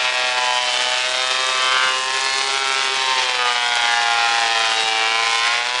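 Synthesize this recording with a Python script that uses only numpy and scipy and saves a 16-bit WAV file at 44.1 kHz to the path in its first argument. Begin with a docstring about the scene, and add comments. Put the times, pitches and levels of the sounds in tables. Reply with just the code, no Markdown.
"""A bench thickness planer cuts a wide board in a small workshop; knife slaps, a harmonic series, make a drone.
From the start slaps tear off noisy chips over belt hum and bench rumble; brief resonances lift single harmonics.
Around 1.5 s the listener rounds the housing and the drone changes colour; pitch and geared motor whine rise.
The motor and fan stand out most near 2.6 s, when the head turns fastest; filtered noise puffs are roller
knocks throughout and two very short clicks near 3.8 s. The pitch sinks until 4.9 s, then climbs again."""
import sys
import numpy as np
from scipy import signal
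from scipy.fft import rfft, irfft
from scipy.io import wavfile
from scipy.ndimage import uniform_filter1d, map_coordinates

SR = 44100
rng = np.random.default_rng(int(sys.argv[2]) if len(sys.argv) > 2 else 0)


def dump_mix(stems):
    """Bounce the given channels to the path in sys.argv[1] as a 16-bit WAV at rate SR."""
    frames = np.atleast_2d(stems).T  # one column per channel
    limited = np.clip(frames, -1, 1)  # hard clip at full scale
    pcm = np.round(limited * 32767).astype(np.int16)
    wavfile.write(sys.argv[1], SR, pcm)


N = 255780
TIME = np.arange(N) / SR
FRAMES = np.arange(0, N + 220, 220) / SR  # coarse time grid of the slow curves [s]

# rotation of the cutter head: (time [s], speed [turns per second])
SPEED = [(0.0, 125.7), (0.26, 126.0), (0.73, 123.2), (1.42, 129.9), (1.68, 129.3), (1.78, 130.1),
         (2.0, 130.4), (2.23, 132.8), (2.55, 135.0), (3.02, 132.1), (3.15, 130.3), (3.47, 122.2),
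         (3.91, 118.3), (4.39, 115.9), (4.52, 114.1), (4.9, 111.1), (5.06, 111.8), (5.17, 113.7),
         (5.39, 115.1), (5.56, 119.5), (5.59, 119.3), (5.77, 125.0), (5.8, 126.7)]
# loudness of the cut: (time [s], mids [dB], upper mids [dB], treble [dB])
CUT = [(0.0, -24.5, -19, -39.5), (0.05, -23.5, -17.5, -37.5), (0.53, -25, -22.5, -35),
       (0.71, -29, -20.5, -33), (1.55, -23.5, -19.5, -34), (1.82, -22, -20, -35.5), (1.99, -30, -23.5, -35),
       (2.28, -26.5, -21, -32), (3.23, -26.5, -18, -35.5), (3.36, -28, -18, -38), (3.41, -23, -21, -38),
       (4.67, -24, -18.5, -34), (4.9, -31, -20.5, -34.5), (5.02, -24.5, -20.5, -37.5),
       (5.38, -28, -17.5, -33.5), (5.46, -20.5, -18, -35.5), (5.65, -27, -22, -40),
       (5.8, -28.5, -20, -36.5)]
# transmission of low tones through the housing: (frequency [Hz], level [dB])
HOUSING = [(120, -65), (225, -58), (247, -56.5), (270, -57.5), (300, -54), (340, -48.5), (365, -63),
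           (395, -40), (440, -35), (490, -44.5), (520, -37), (545, -52)]


def gain_of(db):
    """Amplitude ratio of a level: 20 dB is a factor of ten."""
    return 10 ** (np.asarray(db) / 20)


def evened(x):
    """Normalisation to an rms of 1, so that levels can be set afterwards."""
    return x / np.sqrt(np.mean(abs(x) ** 2) + 1e-20)


def read(points, hz):
    """A spectrum, joined by straight lines over log frequency."""
    f, value = np.transpose(points)
    return np.interp(np.log(hz + 1), np.log(f + 1), value)


def curves(rows, t):
    """Linear interpolation of every column of a table of curves at the times t."""
    s, *columns = np.transpose(rows)
    return np.array([np.interp(t, s, c) for c in columns])


def add(mix, s, sound):
    """Superposition: a sound is summed into the mix from the time s."""
    part = mix[round(s * SR):][:len(sound)]
    part += sound[:len(part)]


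def drift(per_s, count):
    """Noise under a Gaussian low-pass: independent slow curves of joint rms 1, frames x count."""
    size = 2 * len(FRAMES)
    rates = np.fft.rfftfreq(size, FRAMES[1])[:, None]
    spectrum = rfft(rng.standard_normal((size, count)), axis=0)
    smooth = irfft(spectrum * np.exp(-(rates / per_s) ** 2), axis=0)
    return evened(smooth[:len(FRAMES)])


def coloured(x, spectrum):
    """Linear filtering by a fixed magnitude response, with the result at rms 1."""
    gain = gain_of(read(spectrum, np.fft.rfftfreq(N, 1 / SR)))
    return evened(irfft(rfft(x) * gain, N))


def knife(turns, size=1024, count=92):
    """Fourier synthesis: a slap repeated once a turn is a harmonic series that changes as the board feeds."""
    # colour of the knife slaps: (frequency [Hz], relative level [dB])
    slap_colour = [(1100, -3.5), (1500, -1), (2000, -2.5), (2700, -3), (3400, -2.5), (4200, -7.5),
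                   (5200, -10), (7000, -23), (10000, -40)]
    slap_db, slap_follows = -33.5, 0.95  # base level [dB], gain per dB of the cut [dB]
    order, place = np.arange(1, count + 1), np.arange(size) / size
    hz = curves(SPEED, FRAMES).T * order
    ring = drift(per_s=1.8, count=size) + .28 * drift(per_s=9, count=size)
    blow = burst(place, width=.13, second=0.39, floor=0.3)
    slap = evened(rfft(ring * blow, axis=1)[:, 1:count + 1])
    # the blow itself pushes all low harmonics in step, at the middle of the turn
    slap = slap - 0.67 * np.exp(-hz / 1900) * (-1) ** order
    # bending waves in the board bring some bands to the ear a little earlier than others
    lag = uniform_filter1d(drift(per_s=0.74, count=count), size=6, axis=1)
    lag = evened(uniform_filter1d(lag, size=6, axis=1))
    slap = slap * np.exp(1j * 1.33 * lag)
    # the local mean over neighbouring harmonics is flattened before the colour is applied
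    lines = slap / np.sqrt(uniform_filter1d(abs(slap) ** 2, size=7, axis=1))
    lines = lines * gain_of(slap_db + read(slap_colour, hz) + slap_follows * cut_db(hz))
    # the lowest harmonics are radiated by housing and board as a whole
    housing_db = read(HOUSING, hz[:, :4]) + 1.9 * drift(per_s=11.5, count=4)
    low_db = np.hstack([housing_db, drone_db(hz[:, 4:9])])
    low = slap[:, :9]
    lines[:, :9] = gain_of(low_db) * low / np.sqrt(abs(low) ** 2 + 0.093)
    lines = lines * gain_of(dip_db(hz))
    # a resonance holds its harmonic steady while it lasts
    song = singing(hz)
    held_phase = np.angle(slap[song.argmax(0), order - 1])
    lines = lines / (1 + (song / gain_of(-30.0)) ** 2) + song * np.exp(1j * held_phase)
    # one waveform per frame, read out at the angle of the cutter head
    wave = irfft(np.pad(lines, ((0, 0), (1, 0))), size, axis=1) * size / np.sqrt(2)
    return map_coordinates(wave, [TIME / FRAMES[1], turns % 1 * size], order=1, mode="grid-wrap")


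def burst(turn, width, second, floor):
    """Periodic excitation: the proud knife bites, its mate follows more weakly, echoes fill the gaps."""
    def pass_of(u):
        return np.exp(-((u % 1 - .5) / width) ** 2)
    return np.sqrt(pass_of(turn) + second ** 2 * pass_of(turn + .5) + floor ** 2)


def bite(turns, spread_db):
    """Random amplitude modulation: the grain resists a little differently on every turn."""
    index = turns.astype(int)
    strength = gain_of(spread_db * rng.standard_normal(index[-1] + 1))
    return uniform_filter1d(strength[index], size=30)


def cut_db(hz):
    """Level relative to the mean power of the cut in each band, frames x harmonics."""
    # centres of the three bands of the cut: (frequency [Hz])
    band_centres = [1500, 3000, 7000]
    swing = curves(CUT, FRAMES).T
    swing = swing - 10 * np.log10(np.mean(gain_of(swing) ** 2, 0))
    return np.array([np.interp(f, band_centres, row) for f, row in zip(hz, swing)])


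def drone_db(hz):
    """Directional radiation: the board's drone changes colour from infeed to outfeed, frames x harmonics."""
    # drone in front of the infeed: (frequency [Hz], level of a harmonic [dB])
    infeed = [(620, -32), (750, -31), (880, -34.5), (1000, -34), (1130, -36)]
    # drone beside and behind the machine: (frequency [Hz], level of a harmonic [dB])
    outfeed = [(570, -39), (655, -38.5), (705, -28), (780, -31), (920, -33.5), (1040, -31), (1100, -40),
               (1190, -36.5)]
    pass_s, pass_length_s = 1.47, .8  # when the listener rounds the housing, and how long it takes
    follows, wander_db = .3, 1.36  # gain per dB of the cut [dB], wander of each harmonic as the board feeds
    passed = np.clip((FRAMES[:, None] - pass_s) / pass_length_s + .5, 0, 1)
    colour = (1 - passed) * read(infeed, hz) + passed * read(outfeed, hz)
    return colour + follows * cut_db(hz) + wander_db * drift(per_s=7.5, count=hz.shape[1])


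def dip_db(hz):
    """Interference: sound from two paths cancels in part in one narrow, sliding band, frames x harmonics."""
    # the dip slides as board and listener move: (time [s], centre [Hz])
    dip_centre = [(0, 1440), (.75, 1120), (1.25, 914), (1.85, 726), (3.0, 676), (4.3, 586), (5.2, 574),
                  (5.75, 734)]
    depth_db, width_hz = -8, 146
    return depth_db * .5 ** np.square(2 * (hz - curves(dip_centre, FRAMES).T) / width_hz)


def singing(hz):
    """Resonance: harmonics inside a resonance of the moving board swell, its skirts lift the neighbours."""
    # resonances of the board: (time [s], centre [Hz], length [s], width [Hz], level [dB])
    rings = [(0.254, 2590, 0.63, 280, -29), (0.48, 937, 0.21, 217, -25), (0.588, 3050, 0.6, 192, -30),
             (1.01, 2620, 0.11, 280, -28.5), (1.356, 3720, 0.54, 200, -32), (1.663, 1183, 0.57, 99, -28),
             (1.679, 3120, 0.15, 100, -26), (1.813, 1503, 0.13, 216, -25.5), (1.86, 2906, 0.27, 103, -25),
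             (2.05, 1050, .45, 100, -29.5), (2.297, 1700, 0.33, 200, -30.5),
             (2.368, 4230, 0.22, 450, -35.5), (2.652, 1320, 0.33, 100, -28), (2.782, 2230, .3, 250, -35),
             (3.04, 3880, 0.18, 247, -33), (3.122, 980, 0.12, 218, -26), (3.4, 487, 0.2, 100, -37),
             (3.437, 1192, 0.15, 100, -23), (3.55, 3000, 0.21, 200, -30.5), (3.752, 3260, 0.32, 198, -30.5),
             (3.98, 1740, 0.16, 220, -29), (4.122, 827.4, 0.69, 99, -24), (4.2, 1410, 0.48, 100, -29.5),
             (4.304, 2536, 0.22, 200, -31.5), (4.82, 3820, 0.089, 103, -28), (4.852, 767, 0.49, 99, -29.5),
             (5.004, 2832, .3, 100, -26.5), (4.998, 2318, 0.26, 160, -27.5), (5.285, 1032, 0.64, 100, -28),
             (5.367, 2224, 0.33, 196.4, -29.5)]
    edge = 2.63  # how abruptly a resonance comes and goes (2 = a bell curve)

    def swell(s, length):
        return np.sqrt(.5 ** (abs(2 * (FRAMES[:, None] - s) / length) ** edge))
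    return sum(gain_of(db) * swell(s, length) / (1 + np.square(2 * (hz - centre) / width) ** 2)
               for s, centre, length, width, db in rings)


def chips(turns):
    """Modulated noise: torn fibres linger in the hood, and a fluttering fizz comes straight from the knife."""
    # colour of the tearing wood: (frequency [Hz], relative level [dB])
    tear_colour = [(30, -47), (170, -31), (260, -14), (420, -7), (800, 1.5), (1300, 2), (2400, 5),
                   (3500, 3), (5000, 0), (7000, -10), (10000, -22)]
    # colour of the fizz at the knife edge: (frequency [Hz], relative level [dB])
    fizz_colour = [(300, -41), (2000, -13.5), (4000, -21.5), (5200, -5), (7000, -5), (10000, -12)]
    body = coloured(tearing(turns, width=.15, second=0.65, floor=.9, spread_db=1.6), tear_colour)
    flutter = gain_of(1.7 * np.interp(TIME, FRAMES, drift(per_s=50, count=1)[:, 0]))
    spray = tearing(turns, width=.16, second=.25, floor=.3, spread_db=.9)
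    fizz = coloured(spray * flutter, fizz_colour)
    fizz_db = curves(CUT, TIME)[2] + 2.95  # follows the treble of the cut
    return body * gain_of(tear_db()) + fizz * gain_of(fizz_db)


def tearing(turns, width, second, floor, spread_db):
    """Impulsive fracture noise: fibres tear in a crackling burst at each pass of a knife."""
    grains = np.repeat(rng.standard_normal(N), 12)[:N]  # a new strength every 12 samples
    crackle = rng.standard_normal(N) * gain_of(1.1 * grains)
    return crackle * burst(turns, width, second, floor) * bite(turns, spread_db)


def tear_db():
    """Work and radiated power: wood tears louder where the cut is heavier, and unevenly along the grain."""
    base_db, follows, patchy_db = -26.5, 0.42, 1.67  # level, dB per dB of the cut, spread between patches
    effort = curves(CUT, FRAMES)[1]
    level = base_db + follows * (effort - effort.mean()) + patchy_db * drift(per_s=24, count=1)[:, 0]
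    return np.interp(TIME, FRAMES, level)


def clicks():
    """Damped noise: two very short, bright clicks."""
    # clicks: (time [s], peak level [dB])
    click_peaks = [(3.7555, -8), (3.8745, -12)]
    return blows(click_peaks, low_hz=1500, high_hz=8000, decay=0.00067)


def motor(turns):
    """Rotational tones: shaft and cooling fan sing wavering tones, geared to the cutter head."""
    # tones of the motor: (multiple of the motor's speed)
    tone_orders = [1, 12, 16, 16.42]
    # tones of the motor, in the same order: (level [dB])
    tone_db = [-58, -46, -43, -51]
    # how openly the motor is heard: (time [s], gain [dB])
    openness = [(0, -31), (.7, -15), (1.3, -6), (2, -5.5), (2.6, 0.5), (3.1, -3.5), (3.5, -15), (4.5, -17),
                (5.8, -17)]
    motor_turns = 1.801 * turns  # turns of the motor per turn of the cutter head
    waver_db = 3 * drift(per_s=7, count=len(tone_db))
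    levels = gain_of(waver_db + curves(openness, FRAMES).T + tone_db)
    return np.sqrt(2) * sum(np.interp(TIME, FRAMES, level) * np.sin(2 * np.pi * order * motor_turns)
                            for order, level in zip(tone_orders, levels.T))


def belt(turns):
    """Beating: the belt drive hums through the housing, close in pitch to the third harmonic."""
    ratio = 3.087  # hum cycles per turn of the cutter head
    level_db = read(HOUSING, ratio * curves(SPEED, TIME)[0]) - 6.5
    return np.sqrt(2) * gain_of(level_db) * np.sin(2 * np.pi * ratio * turns)


def knocks():
    """Impact: the board knocks on the feed rollers in short puffs of low noise."""
    # knocks on the rollers: (time [s], peak level [dB])
    roller_hits = [(.314, -45), (1.855, -33), (2.972, -38), (3.44, -45), (4.145, -43), (4.838, -32)]
    return blows(roller_hits, low_hz=35, high_hz=330, decay=0.0076)


def blows(rows, low_hz, high_hz, decay):
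    """Damped impulses: noise that dies exponentially, with a time constant decay [s], in one band."""
    out, t = np.zeros(N), np.arange(SR // 5) / SR
    band = signal.butter(2, [low_hz, min(high_hz, SR / 2 - 1)], "band", fs=SR, output="sos")
    for s, db in rows:
        puff = signal.sosfilt(band, rng.standard_normal(len(t)) * np.exp(-t / decay))
        add(out, s, gain_of(db) * puff / abs(puff).max())
    return out


def bench():
    """Structure-borne noise: the feed shakes the bench in an uneven rumble."""
    # colour of the rumble: (frequency [Hz], relative level [dB])
    rumble_colour = [(15, 3.5), (50, 6), (100, -0.5), (200, -0.5), (400, -18), (2000, -47)]
    lumps = gain_of(2.4 * np.interp(TIME, FRAMES, drift(per_s=16, count=1)[:, 0]))
    rumble = coloured(rng.standard_normal(N), rumble_colour)
    return gain_of(-59.5) * evened(rumble * lumps)


def scene():
    """Phase locking: the integral of speed, the cutter head's angle, times slaps, chips and the whole drive."""
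    turns = np.cumsum(curves(SPEED, TIME)[0]) / SR + 3 / 4
    cut = knife(turns) * bite(turns, spread_db=1.16) + chips(turns)
    return (cut + clicks() + motor(turns) + belt(turns) + knocks() + bench())[None]


def record(dry):
    """Band limitation: a linear-phase low-pass at 10150 Hz removes the highest treble."""
    low_pass = signal.firwin(801, 10150, window=("kaiser", 9), fs=SR)
    return signal.oaconvolve(dry, low_pass[None], "same")


dry = scene()
out = record(dry)
dump_mix(out)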